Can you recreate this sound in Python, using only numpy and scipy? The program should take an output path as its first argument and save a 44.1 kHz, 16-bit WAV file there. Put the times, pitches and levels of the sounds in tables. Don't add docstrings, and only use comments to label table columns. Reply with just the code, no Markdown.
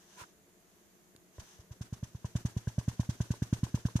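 import sys
import numpy as np
from scipy import signal
from scipy.fft import rfft, irfft
from scipy.io import wavfile
from scipy.ndimage import uniform_filter1d

SR = 44100
rng = np.random.default_rng(int(sys.argv[2]) if len(sys.argv) > 2 else 0)


def unload_audio(sound):
    columns = np.transpose(np.atleast_2d(sound))
    steps = np.round(np.clip(columns, -1, 1) * 32767)
    wavfile.write(sys.argv[1], SR, steps.astype(np.int16))


N = 176400


def amp(db):
    return 10 ** (np.asarray(db) / 20)


def unit(x):
    return x / np.sqrt(np.mean(x ** 2) + 1e-20)


def curve(points, hz):
    f, value = np.transpose(points)
    return np.interp(np.log(hz + 1), np.log(f + 1), value)


def add(mix, at_s, sound):
    part = mix[:, round(at_s * SR):][:, :sound.shape[-1]]
    part += sound[..., :part.shape[1]]


def butter(x, hz, kind):
    return signal.lfilter(*signal.butter(2, hz, kind, fs=SR), x)


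def swell(peak_s, rise_s, fall_s, db):
    t = np.arange(N) / SR - peak_s
    width_s = np.where(t < 0, rise_s, fall_s)
    return amp(db) * np.exp(-.5 * np.minimum((t / width_s) ** 2, 100))


# (frequency [Hz], correlation [0-1])
STEREO_LIKENESS = [(60, 0.4), (130, 0.56), (300, 0.99), (640, .45), (1400, 0), (15000, 0.01)]
def noise(colour, lean=None):
    hz = np.fft.rfftfreq(N, 1 / SR)
    left, unrelated = rfft(rng.standard_normal((2, N)))
    likeness = curve(STEREO_LIKENESS, hz)
    right = likeness * left + np.sqrt(1 - likeness ** 2) * unrelated
    spectrum = np.array([left, right]) * amp(curve(colour, hz))
    if lean is not None:
        spectrum *= amp(np.outer([.5, -.5], curve(lean, hz)))
    return unit(irfft(spectrum, N))


def tone(hz, width_hz):
    f = np.fft.rfftfreq(N, 1 / SR)
    white = rfft(noise([(1, 0), (SR, 0)]))
    return unit(irfft(white / (1 + (2 * (f - hz) / width_hz) ** 2), N))


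# (frequency [Hz], relative level [dB])
ROOM_COLOUR = [(15, -35), (25, -9), (33, -16), (76, -10.5), (145, -12), (179, 2.5), (240, -12.5), (349, -7),
               (378, -10), (432, -7), (534, -17), (644, -10.5), (796, -18.5), (1970, -20), (2640, -24),
               (6700, -27), (14500, -25.5)]
# (frequency [Hz], width [Hz], level [dB])
ROOM_TONES = [(353.2, 11, -75.5), (6720, 1500, -75.5), (10230, 83, -85.5), (11700, 60, -84.5)]
def room():
    lean = [(100, 0), (700, 3), (1300, -1), (2400, -3), (4400, 3.5), (8100, -3)]
    hiss = amp(-64.5) * noise(ROOM_COLOUR, lean)
    return hiss + sum(amp(db) * tone(hz, width) for hz, width, db in ROOM_TONES)


def friction(x, depth_db=0.5, grain_s=0.00084):
    catches = unit(uniform_filter1d(rng.standard_normal(N), round(grain_s * SR)))
    return x * amp(depth_db * catches)


# (frequency [Hz], relative level [dB])
SKIN_COLOUR = [(410, -19), (700, -3), (1060, -1.5), (1350, -8), (1640, -1), (2220, -10), (2900, -4),
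               (3780, -5), (4080, -7.5), (4400, -7.5), (5390, -4.5), (6040, 1.5), (7220, -6.5),
               (10600, -15.5), (14500, -20)]
# (frequency [Hz], left minus right [dB])
RUB_LEAN = [(300, 1), (770, 2), (1170, -6.5), (1790, -3.5), (2740, -2.5), (4180, 0), (6400, 5), (9780, -7),
            (15000, -1)]
# (peak time [s], rise [s], fall [s], level [dB])
LIGHT_STROKES = [(.02, .05, 0.02, -68.5), (.165, 0.083, 0.092, -60.5), (.75, .1, 0.28, -74),
                 (1.37, 0.026, 0.037, -66.5), (1.5, 0.057, 0.072, -60)]
# (frequency [Hz], relative level [dB])
FIRM_COLOUR = [(120, -55), (200, -13), (349, -15), (448, -6.5), (586, -9), (809, -10.5), (1000, 7),
               (1160, -28), (1360, -0.5), (2060, -13), (2370, -7), (4290, -14), (6830, -11.5), (11900, -22),
               (14500, -24)]
# (peak time [s], rise and fall [s], frequency [Hz], width [Hz], level before panning [dB])
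FIRM_WHISTLES = [(0.208, 0.011, 1140, 450, -54), (0.237, 0.0048, 1410, 400, -48)]
def brushing():
    out = sum(swell(*row) for row in LIGHT_STROKES) * noise(SKIN_COLOUR, RUB_LEAN)
    out += swell(peak_s=.212, rise_s=.024, fall_s=.018, db=-48) * noise(FIRM_COLOUR, RUB_LEAN)
    for peak_s, slope_s, hz, width_hz, db in FIRM_WHISTLES:
        out += swell(peak_s, slope_s, slope_s, db) * tone(hz, width_hz) * amp([[-4], [2]])
    return friction(out)


def ring(force, modes):
    t = np.arange(SR // 5) / SR
    response = sum(amp(db - 60 * t / t60) * np.cos(2 * np.pi * hz * t) for hz, db, t60 in modes)
    return signal.fftconvolve(force, response[None], axes=1)


# (frequency [Hz], relative level [dB], time to fall 60 dB [s])
BODY_MODES = [(80, -8.5, 0.022), (112.6, -31.5, 0.29), (218, -34, 0.027)]
def thump(push_ms, db, held_s=0.024):
    roundness, damp_db, damp_delay_s, damp_s = 2.33, -9.5, 0.0016, 0.002
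    t = np.arange(SR // 20) / SR
    push = abs(np.sin(np.pi * np.minimum(t / (push_ms * 1e-3), 1))) ** roundness
    body = butter(ring(-np.diff(push)[None], BODY_MODES), hz=44.7, kind="high")
    since_damping = np.arange(body.shape[1]) / SR - held_s - damp_delay_s
    body *= amp(damp_db * (1 + np.tanh(since_damping / damp_s)) / 2)
    return amp(db) * body / abs(body).max() * amp([[-.4], [.4]])


# (frequency [Hz], relative level [dB], time to fall 60 dB [s])
WALL_MODES = [(417, 1.5, 0.0086), (613, -3, 0.024), (1016, 0, 0.026), (1555, 8.5, 0.013), (2870, 3, 0.008),
              (6150, -13, .01)]
def tick(db, length_s=0.0018, stereo_spread=0.48):
    t = np.arange(SR // 50) / SR
    grit = rng.standard_normal((3, len(t))) * t * np.exp(-2 * t / length_s)
    force = butter(grit[0] + stereo_spread * grit[1:], hz=225, kind="high")
    wall = ring(butter(force, hz=575, kind="low"), WALL_MODES)
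    return amp(db) * wall / abs(wall).max()


# (time [s], push length [ms], thump level [dB], tick level [dB])
FAINT_KNOCKS = [(.212, 9.4, -48.5, -48), (1.1492, 4.2, -56, -49.5), (1.177, 11, -61, -74)]
def knocks():
    out = np.zeros((2, N))
    for at_s, push_ms, thump_db, tick_db in FAINT_KNOCKS:
        add(out, at_s, thump(push_ms, thump_db))
        add(out, at_s, tick(tick_db))
    return out


def click(at_s=1.1632, decay_s=.0009, peak_db=-39.5):
    out = np.zeros((2, N))
    t = np.arange(SR // 50) / SR
    burst = noise(SKIN_COLOUR, RUB_LEAN)[:, :len(t)] * np.exp(-t / decay_s)
    add(out, at_s, amp(peak_db) * burst / abs(burst).max())
    return out


# (time [s], push length [ms], thump level [dB],
# tick level [dB], slide level [dB], time held [ms], pop level [dB])
FINGER_TAPS = [(1.382, 13.5, -39, -40.5, -50.5, 35, -56), (1.589, 13.4, -46.5, -54, -63, 47, -67),
               (1.7077, 9.6, -37, -52, -57.5, 28, -65), (1.8082, 6.6, -29, -48.5, -50, 33, -74),
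               (1.9246, 6.36, -27.5, -45, -52.5, 28, -68), (2.0276, 6.4, -26.5, -45.5, -52.5, 27, -57),
               (2.1472, 7.8, -32, -49, -65, 22, -66), (2.2449, 7.5, -26.5, -35.5, -52.5, 20, -60),
               (2.3525, 6.6, -19.5, -38.5, -46, 34, -53), (2.45, 6.25, -19.5, -41.5, -46.5, 35, -51),
               (2.5646, 6.9, -21.5, -38, -51, 29, -57.5), (2.6719, 7, -21.5, -36, -51, 27.6, -54),
               (2.7803, 6.5, -18.6, -37, -49.5, 31, -49.5), (2.8788, 5.85, -18.4, -39.5, -46.5, 36, -53.5),
               (2.9947, 5.6, -17, -37.5, -47, 36, -48), (3.0897, 6.2, -20, -45, -46.5, 40, -55),
               (3.203, 6.7, -19, -35.5, -47, 37, -58), (3.3043, 6, -18.5, -38, -46, 34, -44),
               (3.42, 5.27, -18.5, -35.5, -48.5, 29, -59), (3.5265, 4.95, -15.5, -37, -44.5, 39, -50.5),
               (3.631, 5.55, -17.5, -41.5, -45.5, 36, -47.5), (3.7423, 5.46, -17, -40, -46, 32, -46),
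               (3.8516, 6, -17.5, -37, -47.5, 33.5, -43), (3.9543, 5.54, -15.5, -39, -42.5, 38.5, -40.5)]
# (frequency [Hz], relative level [dB])
DRAW_BACK_COLOUR = [(60, 12), (120, 8.5), (230, 14.5), (500, 5.5), (1100, -1), (1550, 3.5), (2200, -2),
                    (3000, -3.5), (4400, -2.5), (6100, -2.5), (8500, -5), (14500, -13.5)]
# (peak time [s], rise [s], fall [s], level [dB])
HAND_RUSTLE = [(3.16, 0.86, 2.3, -62.5)]
def taps():
    out, draw_back = np.zeros((2, N)), np.zeros(N)
    slide = sum(swell(*row) for row in HAND_RUSTLE)
    for at_s, push_ms, thump_db, tick_db, slide_db, held_ms, pop_db in FINGER_TAPS:
        held_s, pushed_s = held_ms * 1e-3, at_s + push_ms * 1e-3
        add(out, at_s, thump(push_ms, thump_db, held_s))
        add(out, at_s, tick(tick_db))
        add(out, at_s + held_s, pop(pop_db))
        slide += swell(pushed_s + .0056, rise_s=.0039, fall_s=.0086, db=slide_db)
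        draw_back += swell(at_s + .051, rise_s=.021, fall_s=.018, db=slide_db - 7.5)
    rubbing = slide * noise(SKIN_COLOUR, RUB_LEAN) + draw_back * noise(DRAW_BACK_COLOUR, RUB_LEAN)
    return out + friction(rubbing)


def pop(db, centre_hz=963, pitch_spread=0.032, rise_s=0.0015):
    t = np.arange(SR // 50) / SR
    hz = centre_hz * np.exp(pitch_spread * rng.standard_normal())
    note = t / rise_s * np.exp(1 - t / rise_s) * np.sin(2 * np.pi * hz * t)
    out = tick(db + 0.5)
    add(out, 0, amp(db) * note * amp([[-2.75], [2.75]]))
    return out


def scene():
    return taps() + brushing() + knocks() + click() + room()


def record(dry):
    edge_hz = 14750
    low_pass = signal.firwin(511, edge_hz, window=("kaiser", 9), fs=SR)
    return signal.oaconvolve(dry, low_pass[None], "same")


dry = scene()
out = record(dry)
unload_audio(out)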